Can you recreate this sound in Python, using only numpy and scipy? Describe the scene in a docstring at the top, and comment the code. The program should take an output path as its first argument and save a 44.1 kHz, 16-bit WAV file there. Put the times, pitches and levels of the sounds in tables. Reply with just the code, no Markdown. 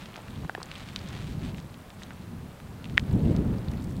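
"""Feathers swish and crackle as hands pull the skin off a turkey carcass, outdoors, close to the mic.
Each pull is rubbing noise plus slipping barbs; splitting vanes add short bursts of bright clicks.
Quills tick, tissue pops and one stiff part snaps sharply, each a damped ring with brief reflections.
Wind rumbles on the microphone and gusts just after the snap, over a faint outdoor hiss."""
import sys
import numpy as np
from scipy import signal
from scipy.fft import rfft, irfft
from scipy.io import wavfile
from scipy.ndimage import uniform_filter1d

SR = 44100
rng = np.random.default_rng(int(sys.argv[2]) if len(sys.argv) > 2 else 0)


def dump_mix(stems):
    """Bounce the given channels to the path in sys.argv[1] as a 16-bit WAV at rate SR."""
    frames = np.atleast_2d(stems).T  # one column per channel
    limited = np.clip(frames, -1, 1)  # hard clip at full scale
    pcm = np.round(limited * 32767).astype(np.int16)
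    wavfile.write(sys.argv[1], SR, pcm)


N = 176400
TIME_S = np.arange(N) / SR
TAPS = 4096
BINS_HZ = np.fft.rfftfreq(TAPS, 1 / SR) + 1

# pulls through the feathers (centre [s], length [s], level [dB], tilt [dB/oct])
PULL_EVENTS = [(0.025, 0.13, -51, 0), (0.194, 0.12, -52.5, -8), (0.348, 0.27, -57, 2),
               (0.646, 0.12, -54.5, -4), (0.787, 0.098, -48, 1), (0.881, 0.032, -52, 1),
               (0.998, 0.14, -52, 1.5), (1.142, 0.11, -47.5, -0.5), (1.277, 0.15, -53.5, 4),
               (1.446, 0.056, -51.5, 1), (1.493, 0.041, -50.5, 0.5), (1.582, 0.034, -55.5, 6),
               (2.017, 0.036, -54, 5), (2.15, 0.16, -59, -2), (2.877, 0.12, -62, 0), (3.112, 0.13, -54, -3),
               (3.289, 0.081, -52, 0), (3.36, 0.058, -51, -11), (3.512, 0.2, -53, -5.5),
               (3.73, 0.16, -54, -4.5)]
# feather swish (frequency [Hz], level [dB])
SWISH_SPECTRUM = [(150, -14), (500, -2.5), (900, 0), (1500, 0), (2300, 0), (3700, -2.5), (4900, -9.5),
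                  (6200, -14.5), (8500, -18), (10500, -31), (16000, -40)]
# crackle of handled feathers (time [s], level [dB])
CRACKLE_ENVELOPE = [(0, -64), (.37, -60.5), (.5, -68), (.8, -58), (1.2, -66), (1.6, -63), (2.05, -65),
                    (2.3, -70), (2.7, -69), (3.1, -62), (3.35, -61), (3.6, -69), (3.8, -61.5), (4, -63)]
# dry feather crackle (frequency [Hz], level [dB])
CRACKLE_SPECTRUM = [(300, -25), (1200, 8.5), (2500, -1.5), (4200, 4), (6000, -12), (8300, -3.5),
                    (10500, -16.5), (13000, -8), (16000, -15)]
# vanes splitting (time [s], level [dB])
SPLIT_EVENTS = [(0.783, -52), (1.129, -54), (1.572, -56), (3.716, -52), (3.737, -55.5), (3.823, -53.5),
                (3.843, -48), (3.907, -55.5)]
# fizz of a split (frequency [Hz], level [dB])
SPLIT_SPECTRUM = [(1500, -16), (4200, 3), (8300, 0), (12500, -6), (16000, -14)]
# quill ticks (time [s], pitch [Hz], level [dB], width [oct])
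QUILL_TICKS = [(0.058, 3460, -32.5, 0.85), (0.1420, 3000, -33, 0.53), (0.1592, 1910, -27, 2),
               (0.165, 3500, -30, 2.4), (0.63, 4750, -24.5, 0.53), (0.631, 8250, -35, 0.19),
               (0.6580, 7000, -37, .7), (0.7152, 2650, -24.5, 1.14), (0.7550, 3120, -30, .45),
               (0.8881, 2660, -29.5, 1), (0.9611, 3670, -16, .85), (0.991, 4600, -32.5, 0.49),
               (1.088, 7000, -32.5, .9), (1.546, 2480, -32.5, 0.69), (1.583, 2300, -33, 1.4),
               (1.6012, 3500, -37, 1.5), (1.743, 3000, -35.5, 1), (1.9037, 2800, -34.5, 1.3),
               (2.0197, 1900, -34.5, .6), (2.0340, 3750, -31.5, 0.42), (2.034, 6300, -34.5, 0.42),
               (2.1068, 1600, -30, 1.3), (2.6018, 1600, -34, 2.4), (2.8435, 2900, -28.5, 0.91),
               (2.8555, 2800, -31, 0.84), (2.8979, 2490, -33, 1.6), (2.9738, 2410, -18.5, 0.74),
               (2.9961, 2900, -22.5, 1.5), (3.1295, 7500, -40, .9), (3.3643, 4200, -28.5, 1.4),
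               (3.5840, 4700, -41.5, .3), (3.6843, 3950, -33.5, 0.39), (3.7365, 2200, -37.5, .7),
               (3.9672, 3900, -40, .7)]
# skin letting go, plus one short scrape at 0.435 s (time [s], pitch [Hz], level [dB], width [oct], relative
# flesh knock [dB])
SKIN_POPS = [(0.1770, 805, -37.5, .5, 1), (0.1900, 690, -36.5, .5, -4), (0.4350, 950, -38, .6, -8),
             (0.4488, 1100, -31, .9, -3), (0.4958, 1480, -17.5, 0.33, -6), (0.5504, 1745, -20, 0.18, -4),
             (0.5500, 2780, -24, 0.68, -13), (0.5775, 1000, -33, .5, -9), (0.5809, 393, -32, .7, -18),
             (0.6026, 1040, -33, 0.56, -17), (0.6170, 1190, -30.5, 0.7, -10), (2.1157, 1600, -40, .5, -12)]
# dull knock of the flesh (frequency [Hz], level [dB])
FLESH_SPECTRUM = [(120, -18), (300, -6), (450, -11), (600, -1), (740, 4.5), (900, -3), (1150, -15),
                  (4000, -33), (12000, -42)]
# ring of the snap (frequency [Hz], level [dB])
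SNAP_SPECTRUM = [(100, -40), (500, -23), (900, -24), (1300, -14), (1600, -5.5), (1860, 0.5), (2250, -4.5),
                 (2900, -12.5), (3500, -12), (4300, -29.5), (5200, -29), (6200, -41), (7600, -35.5),
                 (9500, -53), (16000, -52)]
# wind on the microphone (time [s], level [dB])
WIND_ENVELOPE = [(0.0, -48), (0.03, -43.5), (0.17, -51.5), (0.38, -37.5), (0.445, -34), (0.48, -50),
                 (0.72, -46.5), (1.27, -35.5), (1.48, -33.5), (1.68, -44), (1.92, -51.5), (1.97, -44.5),
                 (2.04, -46), (2.42, -38.5), (2.58, -50.5), (2.65, -42), (2.83, -42.5), (2.94, -32.5),
                 (2.99, -37.5), (3.03, -28), (3.07, -37.5), (3.105, -24.5), (3.16, -20.5), (3.2, -31.5),
                 (3.235, -20.5), (3.3, -22), (3.35, -27.5), (3.385, -20.5), (3.43, -29), (3.53, -25),
                 (3.6, -34.5), (3.69, -32), (3.72, -27), (3.76, -33.5), (4.0, -33)]
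# light breeze (frequency [Hz], level [dB])
BREEZE_SPECTRUM = [(15, -28), (30, -9.5), (60, -2.5), (120, 0), (190, -0.5), (260, -7), (350, -15),
                   (520, -25), (900, -32), (2000, -59)]
# full gust (frequency [Hz], level [dB])
GUST_SPECTRUM = [(15, -25), (30, -13), (65, 1.5), (120, 1), (200, -1.5), (280, -6), (400, -14.5),
                 (600, -23.5), (1000, -38), (2000, -72)]
# outdoor hiss (frequency [Hz], level [dB])
AIR_SPECTRUM = [(40, 0), (250, -3), (500, -1.5), (1000, -4), (2000, -11), (3500, -16), (5500, -21),
                (8500, -22.5), (10500, -24), (16000, -26)]


def amp(db):
    """Decibels to gain."""
    return 10 ** (np.asarray(db) / 20)


def unit_rms(x):
    """Scales to unit rms."""
    return x / np.sqrt(np.mean(x ** 2) + 1e-20)


def spectrum_db(spectrum, hz):
    """Interpolates a spectrum on a log-frequency axis."""
    points_hz, db = np.transpose(spectrum)
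    return np.interp(np.log(hz + 1), np.log(points_hz), db)


def add(mix, start_s, sound):
    """Mixes a sound in at start_s."""
    part = mix[max(round(start_s * SR), 0):][:len(sound)]
    part += sound[:len(part)]


def coloured(x, spectrum, tilt_db_per_oct=0, pivot_hz=2800):
    """Applies a spectrum and a tilt; unit rms."""
    hz = np.fft.rfftfreq(len(x), 1 / SR)
    gain = amp(spectrum_db(spectrum, hz) + tilt_db_per_oct * np.log2(hz / pivot_hz + .1))
    return unit_rms(irfft(rfft(x) * gain, len(x)))


def ring(gain, allpass_hz=2000):
    """Causal impulse response of a gain curve, peak 1; lows lag highs slightly."""
    cepstrum = irfft(np.log(np.maximum(gain / gain.max(), 1e-5)))
    cepstrum[1:TAPS // 2] *= 2  # fold to minimum phase
    cepstrum[TAPS // 2 + 1:] = 0
    lag_rad = 2 * np.arctan(BINS_HZ / allpass_hz)
    wave = irfft(np.exp(rfft(cepstrum) - 1j * lag_rad))[:TAPS // 2]
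    return wave / abs(wave).max()


def resonance(hz, width_oct, skirt):
    """Gain curve of one damped resonance."""
    detuning = (BINS_HZ / hz - hz / BINS_HZ) / (width_oct * np.log(2))
    return (1 + detuning ** 2) ** (-skirt / 2)


def scattered(wave, level_db, t60_s):
    """Adds brief reflections off the ground and the carcass."""
    t = TIME_S[:TAPS]
    onset = np.minimum(t / .001, 1) ** 2
    spray = rng.standard_normal(TAPS) * np.exp(-np.log(1000) * t / t60_s) * onset
    spray *= amp(level_db) / np.linalg.norm(spray)
    spray[0] = 1  # direct path
    return signal.fftconvolve(wave, spray)


def grains(rate_per_s, spread_db):
    """Random tiny clicks, a few larger than the rest; unit rms."""
    size = amp(spread_db * np.minimum(rng.exponential(1, N), 4))
    return unit_rms(size * rng.choice([-1, 1], N) * (rng.random(N) < rate_per_s / SR))


def feather_swish(barb_share=.8):
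    """Each pull swells and fades: smooth rubbing plus barbs slipping past each other."""
    rubbing = np.sqrt(1 - barb_share) * rng.standard_normal(N)
    barbs = np.sqrt(barb_share) * grains(rate_per_s=900, spread_db=3.2)
    out = np.zeros(N)
    for centre_s, length_s, db, tilt_db_per_oct in PULL_EVENTS:
        swell = amp(db) * np.exp(-2 * ((TIME_S - centre_s) / length_s) ** 2)
        out += swell * coloured(rubbing + barbs, SWISH_SPECTRUM, tilt_db_per_oct)
    return out


def feather_crackle(rate_per_s=170, sizes=8):
    """Dry barbs click sparsely when handled, each size at its own pitch."""
    clicks = np.zeros(N)
    for hz in np.geomspace(1400, 11000, sizes):
        barb = unit_rms(ring(resonance(hz, width_oct=0.59, skirt=1.76))) * np.sqrt(hz)
        clicks += signal.oaconvolve(grains(rate_per_s / sizes, spread_db=2.6), barb)[:N]
    level_db = np.interp(TIME_S, *np.transpose(CRACKLE_ENVELOPE))
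    return amp(level_db) * coloured(clicks, CRACKLE_SPECTRUM)


def vane_splits(length_s=.004):
    """A feather vane splits: a few milliseconds of tiny bright clicks."""
    bursts = sum(amp(db) * np.exp(-2 * ((TIME_S - s) / length_s) ** 2) for s, db in SPLIT_EVENTS)
    return bursts * coloured(grains(rate_per_s=2500, spread_db=1), SPLIT_SPECTRUM)


def quill_ticks(body_db=-13, cutoff_ratio=2.7, max_cutoff_hz=7900):
    """A quill flicks free and rings a few cycles, with some body from the skin; low ones are duller."""
    out = np.zeros(N)
    body = amp(body_db) * resonance(hz=1110, width_oct=1.7, skirt=2.8)
    for start_s, hz, db, width_oct in QUILL_TICKS:
        cutoff_hz = min(cutoff_ratio * hz, max_cutoff_hz)
        quill = resonance(hz, width_oct, skirt=1.92)
        tick = ring((quill + body) / np.hypot(1, (BINS_HZ / cutoff_hz) ** 2))
        add(out, start_s, amp(db) * scattered(tick, level_db=-9.5, t60_s=.016))
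    return out


def skin_pops(cutoff_hz=5300):
    """Tissue lets go with a pop; the flesh under it gives a duller knock. A short scrape at 0.435 s sounds the
    same way."""
    out = np.zeros(N)
    for start_s, hz, db, width_oct, flesh_db in SKIN_POPS:
        pop = resonance(hz, width_oct, skirt=1.74) / np.hypot(1, (BINS_HZ / cutoff_hz) ** 2)
        knock = amp(flesh_db + spectrum_db(FLESH_SPECTRUM, BINS_HZ))
        add(out, start_s, amp(db) * scattered(ring(pop + knock), level_db=-14, t60_s=.012))
    return out


def snap(start_s=2.9783, gain_db=-0.5):
    """One stiff part gives way: a loud, heavily damped ring."""
    out = np.zeros(N)
    crack = ring(amp(spectrum_db(SNAP_SPECTRUM, BINS_HZ)))
    add(out, start_s, -amp(gain_db) * scattered(crack, level_db=-28, t60_s=.028))
    return out


def wind():
    """Turbulence on the microphone: deep rumble in quick buffets, a smoother, later rush above it."""
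    breeze_db, gust_db = -32.5, -20.5
    buffet_hz, buffet_db = 20, 1.2
    crossover_hz, rush_db, rush_lag_s, rush_smooth_s = 372, 2.5, 0.031, 0.1
    level_db = np.interp(TIME_S, *np.transpose(WIND_ENVELOPE))
    smooth_db = uniform_filter1d(level_db, size=round(rush_smooth_s * SR))
    swell_db = np.interp(TIME_S - rush_lag_s, TIME_S, smooth_db)
    force = np.clip((swell_db - breeze_db) / (gust_db - breeze_db), 0, 1)
    eddies = rng.standard_normal(N)
    flow = (1 - force) * coloured(eddies, BREEZE_SPECTRUM) + force * coloured(eddies, GUST_SPECTRUM)
    rumble = irfft(rfft(flow) / (1 + (np.fft.rfftfreq(N, 1 / SR) / crossover_hz) ** 8), N)
    rush = flow - rumble
    rumble /= np.sqrt(uniform_filter1d(rumble ** 2, size=2400) + 1e-9)  # flatten short-term rms
    knots_s = np.arange(0, N / SR, 1 / (2 * buffet_hz))
    swings = np.diff(rng.standard_normal(len(knots_s) + 1))
    buffets = unit_rms(np.interp(TIME_S, knots_s, swings))
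    return amp(level_db + buffet_db * buffets) * rumble + amp(swell_db + rush_db) * rush


def air(level_db=-51.5):
    """Steady outdoor hiss."""
    return amp(level_db) * coloured(rng.standard_normal(N), AIR_SPECTRUM)


def scene():
    """All sources at one microphone."""
    background = wind() + air()
    feathers = feather_swish() + feather_crackle() + vane_splits()
    return (feathers + quill_ticks() + skin_pops() + snap() + background)[None]


def record(dry):
    """The recorder's band limit."""
    cutoff_hz = 15900
    lowpass = signal.firwin(511, cutoff_hz, window=("kaiser", 9), fs=SR)
    return signal.oaconvolve(dry, lowpass[None], "same")


dry = scene()
out = record(dry)
dump_mix(out)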